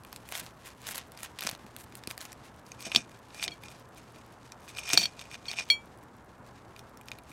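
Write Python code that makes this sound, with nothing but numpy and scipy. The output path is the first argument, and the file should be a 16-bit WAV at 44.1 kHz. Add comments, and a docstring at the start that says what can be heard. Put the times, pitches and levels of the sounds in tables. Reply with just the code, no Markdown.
"""Sawing through a toasted sandwich

A knife saws through a toasted sandwich on a ceramic plate in a quiet kitchen. First the crust crumbles
and snaps under the teeth; then the blade reaches the plate and scrapes and ticks on it. Harder blows
set the steel ringing, and once it screeches over the glaze. Plate and bread thump softly on the cloth.
Under it all lies a steady appliance rumble with a mains hum."""
import sys
import numpy as np
from scipy import signal
from scipy.io import wavfile

SR = 44100
rng = np.random.default_rng(int(sys.argv[2]) if len(sys.argv) > 2 else 0)


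def file_out(sig):
    """Save sig as 16-bit WAV at sys.argv[1]."""
    # one column per channel
    cols = np.atleast_2d(sig).T
    # limit, then scale
    lim = np.clip(cols, -1, 1)
    pcm = np.round(lim * 32767).astype(np.int16)
    wavfile.write(sys.argv[1], SR, pcm)


N = 322812
BLADE_ON_PLATE_S = 2.62
# The cutting has three layers: crunch (550-2000 Hz), grit (2-8 kHz) and fizz (above about 8 kHz).

# Tone curve of the appliance rumble: pitch_hz, relative_density_db
RUMBLE_SPECTRUM = [(22, -36.5), (31, -2), (50, -5.5), (65, 6), (100, 3), (250, 2.5), (400, -1),
                   (1000, -1.5), (1600, -8), (2500, -22), (4000, -40), (8000, -30.5), (13000, -37),
                   (16000, -42.5)]
# Partials of the mains hum: pitch_hz, level_db
HUM_PARTIALS = [(60, -72.5), (120, -64.5)]
# The hand keeps the bread rustling between strokes: time_s, grit_db, fizz_db
BREAD_RUSTLE = [(0, -65, -71), (2.398, -68, -81), (5.7, -66, -80), (6.001, -72, -88.5), (7.32, -68, -79.5)]
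# Strokes of the knife: start_s, hold_s, grit_db, fizz_over_grit_db
KNIFE_STROKES = [(0.127, 0.044, -66, -3), (0.279, .04, -56.5, 2.5), (0.351, 0.044, -45.5, -1),
                 (0.429, 0.032, -56, -2), (0.658, 0.027, -53.5, -2.5), (.82, .02, -60, -7),
                 (0.876, .04, -48, 3), (0.949, 0.031, -46, -0.5), (1.194, 0.054, -52.5, -3),
                 (1.415, 0.065, -46.5, -8.5), (1.522, .03, -57, -9.5), (1.787, 0.054, -59, 3),
                 (1.969, 0.0075, -57, 4.5), (2.102, 0.011, -55, 5), (2.219, 0.045, -56, -2),
                 (2.322, 0.0062, -62.5, 1), (2.445, .02, -62.5, -7), (2.649, .03, -63, -5.5),
                 (2.712, 0.028, -62, -8), (2.808, 0.014, -51.5, -1), (2.862, 0.0068, -41.5, -16),
                 (2.963, 0.011, -37.5, -18), (3.109, .03, -61, -11), (3.341, 0.046, -56.5, -9.5),
                 (3.433, 0.006, -39.5, -0.5), (3.509, 0.0076, -57, -20), (3.639, .02, -55, -15),
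                 (3.698, .02, -56, -6.5), (3.97, 0.014, -58.5, -6), (4.18, 0.017, -56.5, -11),
                 (4.432, .02, -63, -15), (4.632, .03, -59.5, -3.5), (4.69, .015, -56, -6),
                 (4.787, 0.006, -43.5, -8), (4.863, 0.043, -42, -21), (4.935, 0.0033, -33, -3.5),
                 (4.981, 0.057, -38.5, -19.5), (5.197, 0.022, -49.5, -20), (5.318, 0.023, -49, -16),
                 (5.491, 0.037, -45.5, -29), (5.592, 0.0043, -37.5, -29), (6.46, .02, -65, -7),
                 (6.546, .04, -67, -23.5), (6.784, .015, -62, -3), (7.123, 0.022, -58, -18),
                 (7.292, 0.023, -60, -4)]
# Featured snaps of the crust: start_s, grit_peak_db, pitch_hz, fizz_over_grit_db
CRUST_SNAPS = [(.0355, -44.5, 4000, 2), (.0494, -40, 2740, 1), (.1283, -31.5, 4330, 0.5),
               (.1617, -31, 6100, 1), (.2888, -39.5, 3320, 7), (.3163, -38, 3500, 7),
               (.3227, -26, 2750, -2.5), (.3523, -24, 2600, -14.5), (.358, -33.5, 2400, -0.5),
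               (.3762, -31, 4570, 1), (.3973, -35.5, 4770, 9), (.401, -31, 6300, 0),
               (.4639, -33.5, 4260, -11), (.8174, -43.5, 4750, 2), (.855, -42.5, 4390, -9),
               (.8688, -28, 4420, -1), (.8846, -34, 6400, -6.5), (.8888, -26, 5630, 0.5),
               (.9103, -28.5, 4870, -0.5), (.9173, -37, 4500, -5), (.9451, -33, 4160, -11),
               (.9571, -29, 4760, 3.5), (.9799, -29.5, 4650, 6), (.9843, -34, 4590, -5),
               (1.1195, -43.5, 4610, 8), (1.1746, -36.5, 5130, -1.5), (1.2053, -40, 2680, -1),
               (1.2319, -29.5, 3110, 3.5), (1.3883, -26.5, 4030, -8), (1.3918, -28.5, 4430, -10.5),
               (1.4079, -28, 4930, 2.5), (1.4211, -29, 4600, -13.5), (1.4272, -25.5, 4900, -4.5),
               (1.4364, -28.5, 3160, -1), (1.4503, -32, 4120, -15), (1.461, -40, 5020, -8),
               (1.4675, -23, 5500, -2), (1.4715, -17.5, 5970, -14), (1.4907, -18.5, 5250, -13),
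               (1.496, -30, 4090, 3), (1.5129, -31.5, 5650, 1), (1.5501, -35, 3580, -12),
               (1.6653, -45, 6300, -2.5), (1.7643, -33.5, 3570, 5.5), (1.8092, -43.5, 5920, -2),
               (1.9237, -44.5, 5470, -4), (1.9533, -36, 4460, 5.5), (2.0371, -34.5, 4480, -10),
               (2.0732, -26, 4060, 0), (2.1051, -29.5, 4030, -14), (2.1106, -28.5, 4240, -1),
               (2.1779, -32.5, 4800, 2.5), (2.1888, -51.5, 4350, 8), (2.2074, -31, 6660, -7),
               (2.2131, -30.5, 4200, 0), (2.2527, -31.5, 5500, -7), (2.2575, -41, 4730, -3.5),
               (2.3199, -36, 6430, -14), (2.3293, -38.5, 6160, 2.5)]
# Featured ticks of the blade on the plate: start_s, grit_peak_db, pitch_hz, fizz_over_grit_db
PLATE_TICKS = [(2.6651, -42, 5300, -8), (2.7181, -32, 6350, -15.5), (2.8066, -33.5, 5440, -5.5),
               (2.8254, -32.5, 4650, -10), (2.867, -33, 3550, -15), (2.9173, -23, 2970, -18.5),
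               (2.9211, -23, 2530, -19), (2.9486, -10, 3920, -22), (2.9602, -5, 3760, -37),
               (3.0946, -47, 5110, 0), (3.3053, -44.5, 3010, -21.5), (3.3459, -37.5, 5640, -6),
               (3.3822, -41, 2770, -10), (3.3968, -30, 2580, -22), (3.4186, -41, 3020, -13.5),
               (3.4265, -18, 3050, -37.5), (3.4396, -18, 4350, -23), (3.4791, -21.5, 3300, -35),
               (3.6362, -36.5, 2590, -4.5), (3.684, -34, 3510, -29.5), (4.1605, -41.5, 3960, -21.5),
               (4.5204, -31.5, 5420, -12.5), (4.6787, -40.5, 4970, -13), (4.6926, -39, 3300, -10.5),
               (4.7017, -36.5, 3350, -11), (4.7505, -39, 4400, -9.5), (4.771, -33, 4050, -7.5),
               (4.785, -24, 2800, -27), (4.8336, -36.5, 2420, -8), (4.8761, -31.5, 2760, -17.5),
               (4.8909, -28, 2960, -1), (4.9015, -20.5, 3860, -23.5), (4.9056, -23, 2480, -21),
               (4.933, -6.5, 4530, -14), (4.9533, -24.5, 3210, -25), (4.9753, -8.5, 3950, -39),
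               (5.0164, -18, 4260, -32), (5.0299, -22.5, 4150, -17.5), (5.0562, -20.5, 4010, -32),
               (5.1928, -31.5, 4250, -17), (5.2135, -31.5, 3360, -12), (5.2541, -40, 2570, -11.5),
               (5.3138, -35, 2520, -8), (5.3429, -33, 3710, -17), (5.3527, -32.5, 2530, -15.5),
               (5.4558, -31.5, 3390, -20), (5.514, -23.5, 4010, -18.5), (5.5323, -30.5, 2630, -12.5),
               (5.5379, -32, 2620, -13), (5.5866, -20.5, 2640, -27), (5.5983, -22, 4040, -27),
               (5.6071, -30, 2440, -29), (5.688, -40.5, 2590, -4.5), (6.7633, -37.5, 3520, -10),
               (6.7928, -37, 4810, -8), (6.9728, -43.5, 5400, 2), (7.0122, -44.5, 2830, 2.5),
               (7.0844, -31.5, 4900, -7), (7.1166, -24, 3250, -18), (7.1866, -40, 2840, -2.5),
               (7.3165, -41, 2410, -11)]
# Modes of the plate, held down by hand and bread: pitch_hz, base_width_hz, gain_db
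PLATE_MODES = [(688, 11, 1.5), (2070, 30, -20), (2430, 87, 3), (3075, 62, -4), (3632, 27, -4),
               (4190, 69, -18.5), (4865, 39, -6), (5460, 45, 4.5), (6340, 360, -6.5), (7460, 70, -14.5),
               (8250, 570, -7), (9520, 63, -25), (10300, 84, -16), (12400, 63, -15.5)]
# Plate and bread thumping on the cloth: start_s, level_db, pitch_hz, t60_s
CLOTH_THUMPS = [(0.411, -40.5, 165, 0.15), (1.45, -37, 210, 0.095), (1.526, -35.5, 144, 0.051),
                (1.639, -44, 211, 0.14), (2.076, -21, 360, 0.0096), (2.865, -30.5, 663, 0.086),
                (2.947, -30.5, 354, 0.082), (2.962, -33, 230, 0.19), (3.485, -41.5, 214, 0.2),
                (3.47, -36.5, 704, 0.12), (4.935, -19.5, 269, 0.05), (4.939, -28, 683, .08),
                (4.974, -34, 175, 0.35), (5.603, -35, 706, 0.024)]
# Blows that ring the blade: start_s, peak_db, pressure (0-1), ring_share (0-1), contact_s, clack_re_peak_db
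BLADE_BLOWS = [(2.9615, -7.5, 0.93, 0.083, 0.00045, -35), (3.4375, -42, 0.85, 0.31, 0.00083, -23),
               (3.4795, -25.5, 0, 0.21, 0.0012, -27), (3.516, -34.5, 0.05, 0.52, 0.004, -21.5),
               (4.9742, -4.5, 0.81, 0.3, 0.0011, -22), (5.034, -19, 0.72, 0.49, 0.0032, -13),
               (5.055, -17.5, 0.53, 0.22, 0.002, -5), (5.483, -24, 0.4, 0.45, 0.00066, -20.5),
               (5.7005, -8.5, 0.07, 0.88, 0.0017, -3.5)]
# Bending modes of the blade: free_hz, free_db, pressed_hz, pressed_db, full_t60_s
BLADE_MODES = [(662, -31, 680, -30, .2), (1453, -36, 1460, -36, .2), (2315, -3, 2309, -22, .21),
               (3268, 0, 3252, -13, .15), (4362, 2, 4495, 2, .11), (5609, -18, 5690, -7, .14),
               (6300, -48, 6412, -19, .09), (6993, -24, 7090, -24, .22), (7623, -48, 7687, -32, .15),
               (8522, -23, 8613, -20, .14), (9500, -48, 9577, -28, .09), (10190, -24, 10240, -24, .13),
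               (12000, -30, 12030, -21, .12), (12500, -45, 12560, -30, .07), (13940, -33, 14040, -19, .08)]
# Envelope of the pressed blade screeching over the glaze: time_s, level_db
SCREECH_ENVELOPE = [(4.975, -60), (4.985, -34), (5.01, -31), (5.04, -36), (5.06, -54), (5.073, -65)]


def from_db(db):
    """Gain for a level in dB."""
    return 10 ** (np.asarray(db) / 20)


def rms_one(x):
    """Normalises to rms 1."""
    return x / np.sqrt(np.mean(x ** 2) + 1e-20)


def peak_one(x):
    """Normalises to peak 1."""
    return x / np.max(np.abs(x))


def band(x, low_hz, high_hz):
    """Gentle band-pass."""
    return signal.sosfilt(signal.butter(2, [low_hz, high_hz], "band", fs=SR, output="sos"), x)


def resonance(x, hz, width_hz):
    """Two-pole resonator with unity gain at its peak."""
    r = np.exp(-np.pi * width_hz / SR)
    gain = (1 - r * r) / 2
    return signal.lfilter([gain, 0, -gain], [1, -2 * r * np.cos(2 * np.pi * hz / SR), r * r], x)


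def drift(rate_hz):
    """Smooth random modulation with rms 1."""
    r = np.exp(-2 * np.pi * rate_hz / SR)
    return rms_one(signal.lfilter([1], [1, -2 * r, r * r], rng.standard_normal(N + SR))[SR:])


def add(out, start_s, sound):
    """Drops a short sound onto the track."""
    at = round(start_s * SR)
    out[at:at + len(sound)] += sound[:N - at]


def three_bands(x, tilt_hz):
    """Splits into crunch, grit and fizz; the outer bands are flipped so that the crossovers add up."""
    r = np.exp(-2 * np.pi * tilt_hz / SR)
    grit = signal.lfilter([1 - r], [1, -r], band(x, 2000, 8000))
    return -band(x, 550, 2000), grit, -band(band(x, 7500, 18000), 5000, 14000)


def room_tone():
    """The kitchen bed: appliance rumble in flickering third-octave bands, and a wavering mains hum."""
    edges_hz = 22 * 2 ** np.arange(0, 9.7, 1 / 3)
    curve_hz, curve_db = np.transpose(RUMBLE_SPECTRUM)
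    white = rng.standard_normal((2, N + SR))
    flicker = [drift(8.1), drift(17), drift(11)]
    rumble, t = np.zeros(N), np.arange(N) / SR
    for k, (low, high) in enumerate(zip(edges_hz, edges_hz[1:])):
        level_db = np.interp(np.log(low * high) / 2, np.log(curve_hz), curve_db)
        flicker_db = (1 + 81 / low) ** 0.47 * flicker[k % 3]   # the lows move most
        rumble += from_db(level_db + flicker_db) * band(white[k % 2], low, high)[SR:]
    hum = sum(from_db(db + 3 + 3.5 * drift(15)) * np.sin(2 * np.pi * hz * t) for hz, db in HUM_PARTIALS)
    return from_db(-53) * rms_one(rumble) + hum


def stroke_levels(t):
    """Grit and fizz envelopes in dB: each stroke swells, holds and dies, adding power to the rustle."""
    rise_db_per_s, fall_db_per_s, fizz_steepness = 336, 266, 3.9
    times_s, *rustle_db = np.transpose(BREAD_RUSTLE)
    grit_power, fizz_power = [from_db(2 * np.interp(t, times_s, db)) for db in rustle_db]
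    for start_s, hold_s, grit_db, fizz_db in KNIFE_STROKES:
        before_s, after_s = np.maximum(start_s - t, 0), np.maximum(t - start_s - hold_s, 0)
        down_db = np.minimum(rise_db_per_s * before_s + fall_db_per_s * after_s, 100)
        grit_power += from_db(2 * (grit_db - down_db))
        fizz_power += from_db(2 * (grit_db + fizz_db - fizz_steepness * down_db))
    return 10 * np.log10(grit_power), 10 * np.log10(fizz_power)


def grains(per_s, spread_db):
    """Tiny fractures of uneven size, arriving in clumps over a fine hiss that swells with them."""
    sizes = from_db(spread_db * np.minimum(rng.exponential(1, N), 4)) * rng.choice([-1, 1], N)
    clumps = drift(30)
    breaks = rng.random(N) < per_s * from_db(5 * clumps) / SR
    return rms_one(sizes * breaks) + .45 * from_db(3 * clumps) * rng.standard_normal(N)


def held_plate(x, ring_db):
    """The dry contact sound plus the damped plate modes that it drives."""
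    modes = sum(from_db(db) * (-1) ** k * resonance(x, hz, width_hz + 15)
                for k, (hz, width_hz, db) in enumerate(PLATE_MODES))
    return x + from_db(ring_db) * modes


def sawing():
    """Crumbs break all along the stroke; once the blade is through and bears down, the plate colours them."""
    t = np.arange(N) / SR
    grit_db, fizz_db = [np.interp(t, t[::32], db) for db in stroke_levels(t[::32])]
    crumbs = grains(per_s=1500, spread_db=3.5)
    on_plate = t > BLADE_ON_PLATE_S
    bearing = on_plate * np.clip((grit_db + 64) / 14, 0, 1)
    crunch_db = grit_db + np.where(on_plate, -11, -5)   # soft bread sounds deeper than the hard plate
    loose = three_bands(crumbs, tilt_hz=2930)
    pressed = three_bands(held_plate(crumbs, ring_db=12.5), tilt_hz=6000)
    return sum(from_db(level_db) * ((1 - bearing) * rms_one(plain) + bearing * rms_one(ringing))
               for plain, ringing, level_db in zip(loose, pressed, [crunch_db, grit_db, fizz_db]))


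def small_cracks(count):
    """Cues for small random cracks that crowd into strong strokes and follow their level and fizz."""
    when, pitch, size, brightness = rng.random((count, 4)).T
    t = np.arange(0, N, 32) / SR
    density = from_db(.7 * np.minimum(stroke_levels(t)[0], -48))
    progress = np.cumsum(density)
    start_s = np.interp(when, progress / progress[-1], t)
    grit_db, fizz_db = stroke_levels(start_s)
    peak_db = grit_db + 7.5 + 4 * np.log(size + 0.018)
    fizz_over_grit_db = fizz_db - grit_db + 3.4 + 12 * (brightness - .5)
    return np.c_[start_s, peak_db, 2500 + 3700 * pitch, fizz_over_grit_db]


def loose_crumbs(count):
    """Cues for loose crumbs: faint, very bright pinpricks scattered over the whole scene."""
    when, pitch, size = rng.random((count, 3)).T
    peak_db = -58.5 + 6.5 * np.log(size + .02)
    fizz_over_grit_db = np.full(count, 10)
    return np.c_[when * N / SR, peak_db, 4000 + 3000 * pitch, fizz_over_grit_db]


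def cracks(cues, crunch_db, crunch_slope, scatter_db, ring_db, broadband, base_t60_s):
    """Each crack is a sharp noise burst with its own pitch, crunch and fizz; big ones last longer."""
    out, t = np.zeros(N), np.arange(1024) / SR
    offsets_db = scatter_db * rng.standard_normal(len(cues))
    for (start_s, peak_db, hz, fizz_db), offset_db in zip(cues, offsets_db):
        t60_s = base_t60_s * from_db(0.033 * (peak_db + 32.5))
        burst = rng.standard_normal(len(t)) * from_db(-60 * t / t60_s)
        crunch, grit, fizz = three_bands(held_plate(burst, ring_db), tilt_hz=5000)
        crunch = from_db(crunch_db + crunch_slope * (peak_db + 35) + offset_db) * peak_one(crunch)
        grit = peak_one(broadband * grit + resonance(grit, hz, 0.45 * hz))
        fizz = from_db(fizz_db) * peak_one(fizz)
        add(out, start_s, from_db(peak_db) * (crunch + grit + fizz))
    return out


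def crust_snaps(cues):
    """Crust breaks under the teeth: broad, crunchy cracks with only a hint of plate."""
    return cracks(cues, crunch_db=-6, crunch_slope=-.05, scatter_db=4,
                  ring_db=-6, broadband=.4, base_t60_s=.007)


def near_echoes(x):
    """Table, hands and walls return a few short, dull reflections."""
    out, t60_s = np.zeros(N), 0.056
    lags = (rng.uniform(.002, 0.02, 14) * SR).astype(int)
    for k, lag in enumerate(lags):
        out[lag:] += (-1) ** k * from_db(-60 * lag / SR / t60_s) * x[:-lag]
    return band(out, 300, 11000)


def cloth_thumps():
    """Plate and bread push into the cloth: a low, dying tone in a dull puff of noise."""
    out, t = np.zeros(N), np.arange(SR // 4) / SR
    attack = np.minimum(t / .002, 1)
    for start_s, level_db, hz, t60_s in CLOTH_THUMPS:
        puff = rms_one(band(rng.standard_normal(len(t)), 100, 360))
        push = 0.54 * np.sin(2 * np.pi * hz * t) + 0.51 * puff
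        add(out, start_s, from_db(level_db - 60 * t / t60_s) * push * attack)
    return out


def plate_ticks(cues):
    """The blade ticks on the plate: thinner, more pitched cracks with a ceramic ring."""
    return cracks(cues, crunch_db=-10, crunch_slope=-.22, scatter_db=4.5,
                  ring_db=2.5, broadband=.1, base_t60_s=.0078)


def ringing_blade():
    """Blows ring the steel, each opening with a broad clack; pressure stiffens it and shifts its modes."""
    out, t = np.zeros(N), np.arange(SR // 2) / SR
    free_hz, free_db, pressed_hz, pressed_db, full_t60_s = np.transpose(BLADE_MODES)[:, :, None]
    variations = rng.standard_normal((len(BLADE_BLOWS), 2, len(BLADE_MODES), 1))
    for blow, (strength, phase) in zip(BLADE_BLOWS, variations):
        start_s, peak_db, pressure, ring_share, contact_s, clack_db = blow
        hz = free_hz + pressure * (pressed_hz - free_hz)
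        level_db = free_db + pressure * (pressed_db - free_db) + 0.19 * strength
        decay_db = 60 * t / (full_t60_s * ring_share)
        modes = from_db(level_db - decay_db) * np.sin(2 * np.pi * hz * t + phase)
        ring = peak_one(modes.sum(axis=0) * np.minimum(t / contact_s, 1))
        burst = rng.standard_normal(len(t)) * from_db(-60 * t / 0.015)
        clack = peak_one(band(burst, 1800, 4900))
        add(out, start_s, from_db(peak_db) * (ring + from_db(clack_db) * clack))
    return out


def glaze_screech():
    """Juddering friction on the glaze keeps the pressed blade singing, with a rough rub around it."""
    times_s, level_db = np.transpose(SCREECH_ENVELOPE)
    envelope = from_db(np.interp(np.arange(N) / SR, times_s, level_db, left=-120, right=-120))
    rub = grains(per_s=1500, spread_db=3)
    modes = sum(from_db(db) * rms_one(resonance(rub, hz, 7 / t60_s))
                for _, _, hz, db, t60_s in BLADE_MODES)
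    return envelope * (rms_one(modes) + .3 * rms_one(band(rub, 3000, 6200)))


def scene():
    """Mono mix: knife, bread and plate up close, the kitchen behind."""
    small = small_cracks(count=220)
    on_plate = small[:, 0] > BLADE_ON_PLATE_S
    crust = crust_snaps([*CRUST_SNAPS, *small[~on_plate], *loose_crumbs(count=90)])
    ticks = plate_ticks([*PLATE_TICKS, *small[on_plate]])
    close = sawing() + crust + ticks + ringing_blade() + glaze_screech()
    return (close + from_db(-19.5) * near_echoes(close) + cloth_thumps() + room_tone())[None]


def record(dry):
    """A steep low-pass takes off the very top."""
    cutoff_hz = 15900
    return signal.sosfilt(signal.ellip(10, .5, 80, cutoff_hz, fs=SR, output="sos"), dry)


dry = scene()
out = record(dry)
file_out(out)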